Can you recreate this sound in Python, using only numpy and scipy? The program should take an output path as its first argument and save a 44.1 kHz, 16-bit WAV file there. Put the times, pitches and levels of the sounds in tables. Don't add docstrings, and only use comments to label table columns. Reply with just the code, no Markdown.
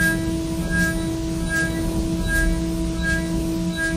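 import sys
import numpy as np
from scipy import signal
from scipy.fft import rfft, irfft, next_fast_len
from scipy.io import wavfile
from scipy.ndimage import uniform_filter1d, map_coordinates

SR = 44100
rng = np.random.default_rng(int(sys.argv[2]) if len(sys.argv) > 2 else 0)


def dump_mix(stems):
    frames = np.atleast_2d(stems).T
    limited = np.clip(frames, -1, 1)
    pcm = np.round(limited * 32767).astype(np.int16)
    wavfile.write(sys.argv[1], SR, pcm)


def gain_from_db(level_db):
    decades = np.asarray(level_db, float) / 20
    return 10 ** decades


N = 174636
TIME = np.arange(N) / SR

# (deepest moment [s], strength [dB], length factor [-], entry squeak [dB], whistle [dB])
CUTS = [
    (0.044, 1.5, 0.99, -3, 2.5),
    (0.812, -0.5, 1.1, -11.5, -3.5),
    (1.583, -0.5, 0.98, -2.5, 0),
    (2.363, -1, 0.967, 0.5, 1.5),
    (3.102, -1.5, 0.87, 4, -17),
    (3.84, -2, 0.81, 5, -6),
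]
STRENGTH, SQUEAK, WHISTLE = 1, 3, 4
TOOL_HZ = 9207, 11197


def unit(x):
    return x / np.sqrt(np.mean(x ** 2) + 1e-20)


def curve(rows):
    return np.interp(TIME, *np.transpose(rows))


def wobble(rate):
    coarse_steps = np.arange(0, N + 64, 64)
    smooth = map_coordinates(rng.standard_normal(400), [coarse_steps * rate / SR])
    return np.interp(np.arange(N), coarse_steps, smooth)


def stage(lag_s, width_s, fall_s=None, column=None, flat=2, follows=1):
    t = np.arange(0, N + 64, 64) / SR
    bells = 0
    for cut in CUTS:
        away = (t - cut[0]) / cut[2] - lag_s
        width = np.where(away > 0, fall_s or width_s, width_s)
        height = gain_from_db(follows * cut[column] if column else 0)
        bells = bells + height * np.exp(-.5 * np.abs(away / width) ** flat)
    return np.interp(TIME, t, bells)


def filtered(x, response):
    size = next_fast_len(N + 8192)
    return irfft(rfft(x, size) * response(np.fft.rfftfreq(size, 1 / SR)), size)[..., :N]


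def rush(points, patchy_db):
    z = signal.stft(rng.standard_normal(N), nperseg=512)[2]
    patches = uniform_filter1d(rng.standard_normal(z.shape), 6, 0)
    patches = uniform_filter1d(patches, 10, 1)
    x = signal.istft(z * gain_from_db(patchy_db * unit(patches)), nperseg=512)[1][:N]
    f, db = np.transpose(points)
    return unit(filtered(x, lambda hz: gain_from_db(np.interp(np.log(hz + 1), np.log(f + 1), db))))


def tone(phase):
    return np.sqrt(2) * np.sin(phase + 2 * np.pi * rng.random())


def shaft():
    turns_per_s = 326.45 - 1.4 * stage(0, 0.0562, column=STRENGTH)
    return 2 * np.pi * np.cumsum(turns_per_s) / SR


def frame_rumble():
    # (frequency [Hz], level per Hz [dB])
    colour = [(12, -40), (30, 3), (60, -1.5), (95, -4.5), (170, -1), (260, -11), (450, -16), (1000, -27),
              (1500, -46)]
    return gain_from_db(-28.5 + 1.9 * wobble(3.2)) * rush(colour, patchy_db=1.5)


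def air_hiss():
    # (frequency [Hz], level per Hz [dB])
    colour = [(500, -48), (1000, 0.5), (1500, 0), (2200, -2), (4000, -1), (6600, -2.5), (7300, -7),
              (8300, -4), (15500, -8.5)]
    return gain_from_db(-41 + 0.067 * wobble(4.8)) * rush(colour, patchy_db=1.1)


def pumps():
    # (pitch [Hz], level [dB], unsteadiness [dB], pitch drift [Hz])
    pump_tones = [
        (40.3, -41, 5.5, 0.95),
        (61, -36.5, -2, 1.66),
        (126.6, -47.5, 0, 2.96),
    ]
    # (time [s], level [dB])
    drive_effort = [(0.0, -19.5), (0.2, -50), (0.37, -27), (2.21, -29.5), (2.38, -16), (2.76, -28),
                    (2.86, -22.5), (3.28, -24), (3.32, -61), (3.36, -24.5), (3.75, -35), (3.78, -14),
                    (3.83, -40), (3.96, -20)]
    low = 0
    for hz, db, rough_db, drift_hz in pump_tones:
        angle = 2 * np.pi * np.cumsum(hz + drift_hz * wobble(7)) / SR
        low = low + gain_from_db(db + rough_db * wobble(14)) * tone(angle)
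    effort = curve(drive_effort)
    return low * gain_from_db(effort - effort.mean())


def fan():
    # (time [s], level [dB])
    fan_level = [(0.0, -30), (0.05, -23), (0.21, -45), (0.3, -28.5), (0.45, -37), (0.82, -24.5),
                 (1.12, -39.5), (1.18, -54), (1.3, -30), (1.63, -31), (2.04, -43), (2.14, -26), (2.35, -41),
                 (2.47, -29), (3.62, -30), (3.68, -21.5), (3.84, -48), (3.96, -22)]
    angle = 2 * np.pi * np.cumsum(174 + 0.68 * wobble(6)) / SR
    return gain_from_db(curve(fan_level) + wobble(25)) * tone(angle)


def spindle(angle):
    # (multiple of shaft speed [-], level [dB], change at entry [dB], change in bite [dB],
    # unsteadiness [dB])
    hum = [
        (1, -27, -6.5, -1.5, 1.04),
        (2, -40, -2, 4.5, 0.5),
        (3, -46.5, 0.5, -2.5, 2.5),
    ]
    entry, bite = stage(-0.099, 0.061), stage(0.046, 0.1)
    out = 0
    for order, db, entry_db, bite_db, rough_db in hum:
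        level = gain_from_db(db + entry_db * entry + bite_db * bite + rough_db * wobble(21.22))
        out = out + level * tone(order * angle)
    return out


def bearings(angle):
    level = gain_from_db(-69) + gain_from_db(-65) * stage(0.013, 0.049)
    return level * sum(gain_from_db(4 * wobble(9)) * tone(k / 2 * angle) for k in range(15, 55))


def chip_spray(angle):
    # (time [s], level [dB], length factor [-])
    bursts = [
        (.04, 3.5, 1.1),
        (0.822, 2, 1.1),
        (1.575, 2, 0.97),
        (2.37, 0, 0.85),
        (3.115, -1.5, 0.95),
        (3.85, -0.5, 0.71),
    ]
    # (frequency [Hz], level per Hz [dB])
    colour = [(1200, -52), (2200, -0.5), (3000, -8.5), (4500, 0), (8500, -2.5), (12500, -3.5), (15500, 1)]
    rise_s, fall_s = 0.022, 0.048
    spray = 0
    for start, db, length in bursts:
        width = length * np.where(TIME > start, fall_s, rise_s)
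        spray = spray + gain_from_db(db) * np.exp(-.5 * ((TIME - start) / width) ** 2)
    pulse = 1 + 0.08 * np.cos(angle)
    return gain_from_db(-32) * spray * pulse * gain_from_db(0.7 * wobble(60)) * rush(colour, patchy_db=2)


def whistles(angle):
    # (level when free [dB], level in bite [dB], swing with the shaft [dB])
    levels = [
        (-52.5, -45.5, -11),
        (-103, -56.5, -30),
    ]
    bite = stage(0, 0.08, column=WHISTLE)
    out = 0
    for hz, (free_db, bite_db, swing_db) in zip(TOOL_HZ, levels):
        level = (gain_from_db(free_db) + gain_from_db(bite_db) * bite) * gain_from_db(1.5 * wobble(18))
        swing = 1 + 2 * gain_from_db(swing_db) * np.cos(angle)
        out = out + level * swing * tone(2 * np.pi * hz * TIME + .5 * wobble(40))
    return out


def teeth(angle):
    # (multiple of shaft speed [-], entry lead [s], entry [dB], bite [dB], exit [dB])
    rings = [
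        (4, 0.15, -45.5, -42.5, -54.5),
        (5, 0.093, -47.5, -20.5, -44),
        (6, 0.17, -72, -47.5, -48.5),
        (7, 0.147, -55, -54, -54),
        (8, 0.21, -59, -50.5, -67),
        (10, .12, -119, -58, -103),
        (12, 0.092, -42, -49, -53.5),
    ]
    entry_s, bite_s, exit_s, exit_lag_s = 0.03, 0.069, 0.1, 0.14
    leave_s = 0.088
    rough_db = 3.5
    bite = stage(0, bite_s, column=STRENGTH, flat=2.1)
    bite = bite * np.minimum(1, stage(0, .3, 1.15 * leave_s, flat=8.7))
    leave = stage(exit_lag_s, bite_s, exit_s)
    out = 0
    for order, lead_s, entry_db, bite_db, exit_db in rings:
        if order == 5:
            follows, bite_rough_db, exit_db = -1.3, 0.5, -46
            entry_level = gain_from_db(-46)
        else:
            follows, bite_rough_db = float(order > 10), rough_db
            entry_level = -gain_from_db(entry_db + rough_db / 2 * wobble(29.89))
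        entry = stage(-lead_s, entry_s, column=SQUEAK, follows=follows)
        level = gain_from_db(bite_db + bite_rough_db * wobble(29.83)) * bite
        level = level + gain_from_db(exit_db + rough_db * wobble(30.35)) * leave
        level = level + entry_level * entry
        out = out + tone(order * angle) * level
    return out


def scene():
    angle = shaft()
    background = frame_rumble() + air_hiss() + pumps() + fan()
    machine = spindle(angle) + bearings(angle)
    cutting = chip_spray(angle) + whistles(angle) + teeth(angle)
    return np.tile(background + machine + cutting, (2, 1))


def streaks(x):
    hz, _, z = signal.stft(x, SR, nperseg=2048)
    ratio = np.abs(z) / (uniform_filter1d(np.abs(z), size=12, axis=0) + 1e-9)
    gain = np.where(hz[:, None] > 2100, np.clip(ratio, 0, 1.6) ** 0.6, 1)
    return signal.istft(z * gain, SR, nperseg=2048)[1][:N]


def gaps_and_chirps(x):
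    # (edge number [-], level [dB])
    chirps = [(12, -64), (13, -59), (14, -54), (15, -60), (16, -67), (17, -66), (18, -60), (19, -60),
              (20, -59), (21, -59), (22, -66)]
    # (frequency [Hz], leaning towards silence [-])
    gap_bias = [(8200, -3), (8900, -1.6), (9100, -.4), (10500, -.3), (11300, 1.3), (12500, .4), (14800, .7),
                (15300, 6)]
    edge_hz, chirp_width_hz = SR / 64, 27.5
    hz, t, z = signal.stft(x, SR, nperseg=1024)
    column_hz = hz[:, None]

    def at_frames(v):
        return np.interp(t, TIME, v)

    hole_shape = np.exp(-.5 * ((column_hz - 1854) / 185) ** 4)
    hole_db = -45 * at_frames(stage(-0.11, 0.024)) * hole_shape

    band = (hz / edge_hz * 2).astype(int) // 2
    frame = np.arange(len(t)) // 2
    luck = rng.standard_normal((band.max() + 2, len(t)))
    slow = uniform_filter1d(luck, size=2, axis=0)
    slow = unit(uniform_filter1d(slow, size=6, axis=1))
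    odds = slow[band][:, frame] + .45 * slow[0, frame] + .1 * at_frames(stage(0, 0.35))
    off = odds + np.interp(hz, *np.transpose(gap_bias))[:, None] > 0
    off &= column_hz > gap_bias[0][0]

    stand_out = np.where(hz > 1e4, 3, 6)[:, None]
    tonal = np.abs(z) > stand_out * uniform_filter1d(np.abs(z), size=30, axis=0)
    tonal |= np.abs(column_hz - TOOL_HZ[1]) < 70

    edges = sum(gain_from_db(db) * np.exp(-.5 * ((hz - k * edge_hz) / chirp_width_hz) ** 2) for k, db in chirps)
    edge = np.round(hz / edge_hz).astype(int)
    near_off = uniform_filter1d(off * 1., size=9, axis=0) > .4
    near_off &= slow[edge][:, -1 - frame] > -.7

    spill_luck = unit(uniform_filter1d(luck[::-1], size=2, axis=1))
    spill = off * (spill_luck[band][:, frame] > 2.2)
    spill_level = gain_from_db(-8.5) * spill * uniform_filter1d(np.abs(z), size=12, axis=0)
    fill = signal.stft(rng.standard_normal((2, N)), SR, nperseg=1024)[2]
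    fill = unit(np.abs(fill)) * np.exp(1j * np.angle(fill))
    wide = fill * (edges[:, None] * near_off + spill_level)
    kept = z * gain_from_db(hole_db) * (~off | tonal)
    return signal.istft(kept + wide, SR, nperseg=1024)[1][:, :N]


def band_limit(x):
    return signal.sosfilt(signal.butter(12, 15630, fs=SR, output="sos"), x)


def record(dry):
    mix = gaps_and_chirps(streaks(dry[0]))
    return band_limit(mix)


dry = scene()
out = record(dry)
dump_mix(out)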